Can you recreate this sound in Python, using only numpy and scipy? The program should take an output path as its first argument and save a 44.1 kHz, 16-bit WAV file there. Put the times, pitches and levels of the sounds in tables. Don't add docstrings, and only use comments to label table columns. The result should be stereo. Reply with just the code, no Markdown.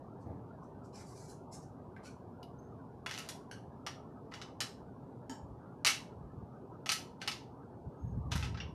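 import sys
import numpy as np
from scipy import signal
from scipy.fft import rfft, irfft, next_fast_len
from scipy.io import wavfile
from scipy.ndimage import uniform_filter1d, map_coordinates

SR = 44100
rng = np.random.default_rng(int(sys.argv[2]) if len(sys.argv) > 2 else 0)


def transcribe(u):
    v = np.clip(np.atleast_2d(u).T, -1, 1)
    q = np.round(v * 32767).astype(np.int16)
    wavfile.write(sys.argv[1], SR, q)


N = 385434

# f/Hz, density level/dB
AIR_COLOUR = [(15, -76.5), (25, -40.5), (50, -14), (122, 0), (208, -5.5), (278, -3.5), (309, -10),
              (392, -6.5), (554, -13), (599, -12), (761, -11.5), (916, -11.5), (1600, -31), (1950, -43),
              (2600, -44.5), (14000, -56.5)]
# f/Hz, correlation
PORT_LIKENESS = [(50, 1), (130, 0.82), (280, 0.93), (550, 0.67), (1000, 0), (3000, 0.16)]
# f/Hz, t60/s
ROOM_DECAY = [(300, 0.17), (1500, 0.3), (5000, 0.28), (9000, 0.27), (14000, 0.25)]
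# f/Hz, density level/dB
BUFFET_COLOUR = [(20, -47), (36, -26), (50, -14), (70, 0.5), (110, -4.5), (160, -10), (250, -21.5),
                 (500, -44.5), (1200, -80.5)]
# t/s, level/dB
JOLTS = [(5.445, -43), (5.52, -39.5), (6.26, -40.5), (6.38, -40.5), (6.435, -41), (7.878, -37.5),
         (8.056, -33.5), (8.181, -26.5), (8.36, -27.5)]
# start t/s, length/s, left level/dB, right level/dB
GRIP_SHIFTS = [(6.09, 0.41, -51.5, -69.5), (8.001, .22, -35.5, -58.5), (8.232, 0.24, -33, -49),
               (8.478, .1, -39.5, -42), (8.595, 0.134, -42, -49)]
# f/Hz, density level/dB
BUMP_COLOUR = [(30, -38), (60, -18), (95, 5), (150, -3), (280, -9.5), (400, -17), (800, -15), (1200, -39),
               (2200, -42.5), (3000, -65)]
# start t/s, length/s, mean pitch f/Hz, level/dB
SQUEAKS = [(2.585, 0.019, 6300, -69), (2.62, 0.076, 6400, -83), (7.97, 0.16, 6490, -80)]
# start t/s, length/s, level/dB, low rasp level/dB
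RUB_STROKES = [(.185, .045, -77, -2), (.61, .03, -76, -4), (0.824, 0.036, -70, -2), (.918, .1, -60, 7.5),
               (1.039, .23, -62, -4.5), (1.268, 0.046, -54.5, -4), (1.506, 0.049, -53.5, -2),
               (1.598, 0.035, -64, -8), (2.021, 0.052, -59, 12.5)]
# f/Hz, density level/dB
RUB_COLOUR = [(1000, -4.5), (1900, -8), (2600, -10), (3400, -12.5), (4400, -1.5), (6000, 7.5), (8000, -1),
              (11000, -9), (14000, -27)]
# f/Hz, left over right level/dB
RUB_PAN = [(1200, -10), (2300, -7), (4300, -9.5), (7800, 7.5), (14000, 17)]
# start t/s, length/s, level/dB
DRAGS = [(3.08, .09, -41.5), (3.2, 0.12, -51.5), (4.308, .11, -55), (7.201, 0.1, -48.5),
         (8.305, 0.15, -42.5)]
# f/Hz, width/Hz, level/dB
GRIP = [(1600, 85, 5), (1860, 89, 0), (2070, 77, 3), (3000, 150, -20)]
LATCH = [(2900, 150, 6), (3430, 150, -10), (3830, 150, 3), (4900, 220, 1.5), (6140, 300, -10),
         (9550, 200, -8), (10480, 250, -12), (11130, 200, -11), (12630, 200, -10)]
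SLIDE_STOP = [(1570, 130, 5), (2950, 130, 3.5), (3270, 140, -11), (4270, 170, -4.5), (4670, 150, -4),
              (5480, 290, -7), (6000, 250, -2.5), (8440, 280, -9.5), (9300, 200, -24), (10500, 300, -13),
              (11100, 200, -20)]
TRIGGER = [(272, 22, 22), (900, 67, 8), (1320, 46, 5), (1680, 150, -1.5), (3050, 100, -3.5),
           (3800, 160, -13), (4830, 180, -7), (5480, 140, -2.5), (6900, 130, 0), (7450, 180, -4.5),
           (8700, 120, -14), (12950, 200, -24)]
# t/s, level/dB, left over right level/dB, room level/dB, modes of the part
TICKS = [(1.964, -34.5, -2.5, 2, GRIP), (2.43, -39, -5.5, -7.5, LATCH),
         (3.513, -30.5, -3.5, 0.5, SLIDE_STOP), (5.296, -27, -2, 2.5, TRIGGER)]
# t/s, level/dB, then hollow knock, mid clack and bright edge level/dB
CONTACTS = [(3.0617, -29, 3, -0.5, -19), (3.111, -28.5, -9, -11, -25), (3.1853, -29.5, -7.5, -12, -12),
            (3.2882, -25, -18, -22, -13.5), (3.8649, -24.5, -4.5, -12, -24), (4.3189, -48, 16, 4, -33.5),
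            (4.3386, -33, -6, -10, -27), (4.4155, -32, -5, -10, -28), (4.6046, -15.5, -14.5, -17, -18.5),
            (5.8478, -11.5, -11, -14, -18), (5.8627, -12.5, -17, -11, -15), (5.8691, -10.5, -16, -5.5, -16),
            (5.8843, -19.5, -16.5, -14, -16), (5.8958, -17.5, -14.5, -16, -17),
            (6.8599, -27, -3.5, -10, -20), (6.8918, -13.5, -13.5, -11.5, -21),
            (6.9177, -14, -18.5, -15.5, -16), (7.216, -28, -5, -8.5, -28), (7.276, -17.5, -11, -7, -21),
            (7.3145, -25, -23, -16, -25.5), (8.3175, -23, -2, -9.5, -23.5), (8.3553, -29, 0.5, -17, -11.5),
            (8.4264, -35, 3, -3, -28), (8.4434, -32.5, 1, -8, -29), (8.5446, -41.5, 8, -5, -45),
            (8.5731, -36.5, -3, -6, -52), (8.6016, -33.5, -8, 4.5, -59)]
# f/Hz, width/Hz, level/dB
BODY_MODES = [(809.6, 43, -0.5), (1080, 18, -4), (1301, 26, 6), (1538, 20, 0), (1950, 110, -15.5),
              (2670, 90, -3), (2900, 94, 2), (3100, 25, -1), (3380, 63, 0.5), (3896, 41, -1.5),
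              (4240, 17, -3.5), (4310, 30, -4), (4700, 70, -4.5), (5140, 33, -6.5), (5225, 45, -6.5),
              (5580, 76, -2), (5970, 310, -3.5), (6900, 120, -9.5)]
# f/Hz, level/dB
PLASTIC_COLOUR = [(150, -41.5), (500, -9), (800, -1.5), (1300, 0.5), (2000, 5), (3000, 1.5), (5000, 1),
                  (6500, -3), (8000, -8.5), (11000, -12.5), (14000, -22.5)]
# f/Hz, left over right level/dB
CONTACT_PAN = [(700, 0.5), (1300, -1.5), (2500, -1.5), (5000, -4.5), (7000, -1.5), (9000, 5.5), (13000, -1)]

BAND_LIMIT_HZ = 14300
JOLT_SIGMA_S = 0.013
SHIFT_ATTACK_S, SHIFT_RELEASE_S = 0.046, 0.036
BUMP_AT_S, BUMP_LENGTH_S, BUMP_DB = 0.249, 0.064, -42
BUMP_ATTACK_S, BUMP_RELEASE_S = 0.023, 0.095
RUB_ATTACK_S, RUB_RELEASE_S = 0.035, 0.012
DRAG_ATTACK_S, DRAG_RELEASE_S = 0.018, 0.012
DRAG_FADE_DB_PER_S = -32
REBOUND_S, REBOUND_DB = 0.005, -4.5
CHATTER_DB = -9.5
TOP_GROWS = 1.4


def amp(db):
    return 10 ** (np.asarray(db) / 20)


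def left_right(balance_db):
    return balance_db * np.array([[0.5], [-0.5]])


def unit(x):
    return x / np.sqrt(np.mean(x ** 2) + 1e-20)


def along(points, hz):
    f, v = np.transpose(points)
    return np.interp(np.log(hz + 1), np.log(f + 1), v)


def wobble(rate):
    knots = rng.standard_normal(int(N * rate / SR) + 4)
    return map_coordinates(knots, [np.arange(N) * rate / SR])


def stroke(start, length, attack_s, release_s):
    t = np.arange(N) / SR - start
    rise = np.sin(np.pi / 2 * np.clip(t / attack_s, 0, 1)) ** 2
    return rise * np.exp(-np.maximum(t - length, 0) / release_s)


def add(track, s, x):
    start = max(round(s * SR), 0)
    part = track[:, start:start + x.shape[-1]]
    part += x[..., :part.shape[-1]]


def filtered(x, response):
    n = x.shape[-1]
    m = next_fast_len(n + 8192)
    return irfft(rfft(x, m) * response(np.fft.rfftfreq(m, 1 / SR)), m)[..., :n]


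def causal(x, gain):
    def response(hz):
        cepstrum = irfft(np.log(np.maximum(gain(hz), 1e-6)))
        half = len(cepstrum) // 2
        folded = np.r_[cepstrum[0], 2 * cepstrum[1:half], np.zeros(half)]
        return np.exp(rfft(folded))
    return filtered(x, response)


def patchy(x, depth):
    hz, _, z = signal.stft(x, SR, nperseg=1024)
    field = rng.standard_normal(z.shape[-2:])
    field = uniform_filter1d(field, size=4, axis=0)
    field = uniform_filter1d(field, size=5, axis=1)
    swell = amp(along(depth, hz)[:, None] * unit(field))
    return signal.istft(z * swell, SR, nperseg=1024)[1][..., :N]


def diffuse(colour):
    def mid_side_gain(hz):
        turn = np.arccos(np.clip(along(PORT_LIKENESS, hz), -1, 1)) / 2
        return amp(along(colour, hz)) * np.array([np.cos(turn), np.sin(turn)])
    mid, side = filtered(rng.standard_normal((2, N)), mid_side_gain)
    return unit(np.array([mid + side, mid - side]))


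def room_tail(build_s=0.0027):
    n = SR // 2
    hz, t, z = signal.stft(rng.standard_normal((2, n)), SR, nperseg=256)
    decay = amp(-60 * t / along(ROOM_DECAY, hz)[:, None])
    tail = signal.istft(z * decay, SR, nperseg=256)[1][:, :n]
    tail = tail * (1 - np.exp(-np.arange(n) / SR / build_s))
    return tail / np.linalg.norm(tail, axis=1, keepdims=True)


def in_room(x, wet_db):
    return x + amp(wet_db) * signal.fftconvolve(x, room_tail(), axes=1)[:, :N]


def echoed(burst, wet_db):
    answer = amp(wet_db) * signal.fftconvolve(burst, room_tail(), axes=1)
    add(answer, 0, burst)
    return answer


def resonances(modes, hz, plain_db):
    peaks = sum(amp(db) ** 2 / (1 + ((hz - centre) / (width / 2)) ** 2) for centre, width, db in modes)
    return np.sqrt(amp(plain_db) ** 2 + peaks)


def body(hz):
    return resonances(BODY_MODES, hz, plain_db=-5) * amp(along(PLASTIC_COLOUR, hz))


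def contact(chatter_db, crack_t60=0.014, shell_t60=0.096, shell_db=-2, chatter_s=0.0073,
            shared_db=-3, rise_s=0.0005, strike_db=-10, count=6):
    t = np.arange(SR // 8) / SR

    def power(u, t60):
        return (u >= 0) * amp(-120 * np.maximum(u, 0) / t60) / t60

    envelope = power(t, crack_t60) + amp(shell_db) ** 2 * power(t, shell_t60)
    for s in 0.0024 + rng.exponential(chatter_s, count):
        envelope = envelope + amp(chatter_db) ** 2 * np.exp(-s / (2 * chatter_s)) * power(t - s, crack_t60)
    noise = rng.standard_normal((2, len(t)))
    noise = noise + amp(shared_db) * rng.standard_normal(len(t))
    burst = np.sqrt(envelope) * (1 - np.exp(-t / rise_s)) * noise
    strike = amp(strike_db) * np.linalg.norm(burst, axis=1, keepdims=True)
    add(burst, rise_s, strike)
    return burst / np.linalg.norm(burst, axis=1, keepdims=True)


def room_air(level_db=-50.5, pan_db=-1.4, lead_s=0.0002):
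    rumble = patchy(diffuse(AIR_COLOUR),
                    [(300, 1), (900, 2.2), (1250, 5.1), (1700, 6.1), (2300, 1.5), (12000, 2)])
    rumble = filtered(rumble, lambda hz: np.exp(1j * np.pi * hz * lead_s * np.array([[1], [-1]])))
    return rumble * amp(level_db + left_right(pan_db))


def handling(steadiness=0.51):
    t = np.arange(N) / SR
    rumble = filtered(rng.standard_normal((2, N)), lambda hz: amp(along(BUFFET_COLOUR, hz)))
    swell = np.abs(uniform_filter1d(rumble ** 2, size=2000)) + 1e-12
    steadied = unit(rumble / swell ** (steadiness / 2))
    shifts = sum(amp([[left_db], [right_db]]) * stroke(s, length, SHIFT_ATTACK_S, SHIFT_RELEASE_S)
                 for s, length, left_db, right_db in GRIP_SHIFTS)
    jolts = sum(amp(db) * np.exp(-0.5 * ((t - s) / JOLT_SIGMA_S) ** 2) for s, db in JOLTS)
    return np.array([np.hypot(shifts[0], jolts), shifts[1]]) * steadied


def bump():
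    force = stroke(BUMP_AT_S, BUMP_LENGTH_S, BUMP_ATTACK_S, BUMP_RELEASE_S)
    return amp(BUMP_DB) * force * diffuse(BUMP_COLOUR)


def squeaks(waver=0.0054, octave_db=-18):
    track = np.zeros((2, N))
    for s, length, hz, db in SQUEAKS:
        n = int(length * SR)
        pitch = hz * (1 + waver * wobble(270)[:n])
        phase = 2 * np.pi * np.cumsum(pitch) / SR
        tone = np.sin(phase) + amp(octave_db) * np.sin(2 * phase)
        add(track, s, amp(db) * signal.windows.tukey(n) * tone)
    return in_room(track, wet_db=1)


def rubbing(level_db=-1, grain_db=2, catch_db=1.7, lead_s=0.000395):
    grains = rng.standard_normal(N) * amp(grain_db * wobble(500))
    grains = patchy(grains, [(2000, 6.8), (6000, 3.5)])
    hiss = unit(filtered(grains, lambda hz: amp(along(RUB_COLOUR, hz))))
    rasp = filtered(hiss, lambda hz: 1 / (1 + (hz / 4000) ** 8))
    sound = sum(amp(db) * stroke(s, length, RUB_ATTACK_S, RUB_RELEASE_S) * (hiss + (amp(rasp_db) - 1) * rasp)
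                for s, length, db, rasp_db in RUB_STROKES)
    sound = sound * amp(level_db + catch_db * wobble(44.88))

    def ports(hz):
        half_pan = along(RUB_PAN, hz) / 2
        late = np.exp(-2j * np.pi * hz * lead_s)
        return np.array([amp(half_pan), amp(-half_pan) * late])

    return in_room(filtered(sound, ports), wet_db=-1.5)


def dragging(level_db=-3.5, grain_db=7, seam_db=2):
    t = np.arange(N) / SR
    force = 0
    for s, length, db in DRAGS:
        fade_db = DRAG_FADE_DB_PER_S * np.clip(t - s, 0, length)
        force = force + amp(db + fade_db) * stroke(s, length, DRAG_ATTACK_S, DRAG_RELEASE_S)
    grains = rng.standard_normal((2, N)) * amp(grain_db * wobble(450) + seam_db * wobble(70))
    return in_room(amp(level_db) * force * unit(causal(grains, body)), wet_db=-2)


def ticks(level_db=20):
    track = np.zeros((2, N))
    for s, db, pan_db, wet_db, modes in TICKS:
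        blow = echoed(contact(chatter_db=-17), wet_db)
        ring = causal(blow, lambda hz: resonances(modes, hz, plain_db=-55.0))
        add(track, s, ring * amp(db + level_db + left_right(pan_db)))
    return track


def clicks(level_db=19, knock_ref_db=-10, clack_ref_db=-9, edge_ref_db=-20,
           colour_share=0.69, spot_db=2.5, spot_hz=200):
    track = np.zeros((2, N))
    grid = np.arange(256) * spot_hz
    for s, db, knock_db, clack_db, edge_db in CONTACTS:
        edge = edge_db - edge_ref_db
        tilt = [(1400, knock_db - knock_ref_db), (2800, clack_db - clack_ref_db),
                (4300, 0), (5800, 0), (9000, edge), (13000, TOP_GROWS * edge)]
        spot = spot_db * rng.standard_normal(len(grid))

        def colour(hz):
            return body(hz) * amp(colour_share * along(tilt, hz) + np.interp(hz, grid, spot))

        burst = contact(CHATTER_DB)
        add(burst, REBOUND_S, amp(REBOUND_DB) * contact(CHATTER_DB))
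        add(track, s, amp(db + level_db) * causal(echoed(burst, wet_db=-2.5), colour))
    return filtered(track, lambda hz: amp(left_right(along(CONTACT_PAN, hz))))


def scene():
    background = room_air() + handling() + bump()
    friction = squeaks() + rubbing() + dragging()
    return background + friction + ticks() + clicks()


def record(dry):
    return filtered(dry, lambda hz: 1 / np.sqrt(1 + (hz / BAND_LIMIT_HZ) ** 240))


dry = scene()
out = record(dry)
transcribe(out)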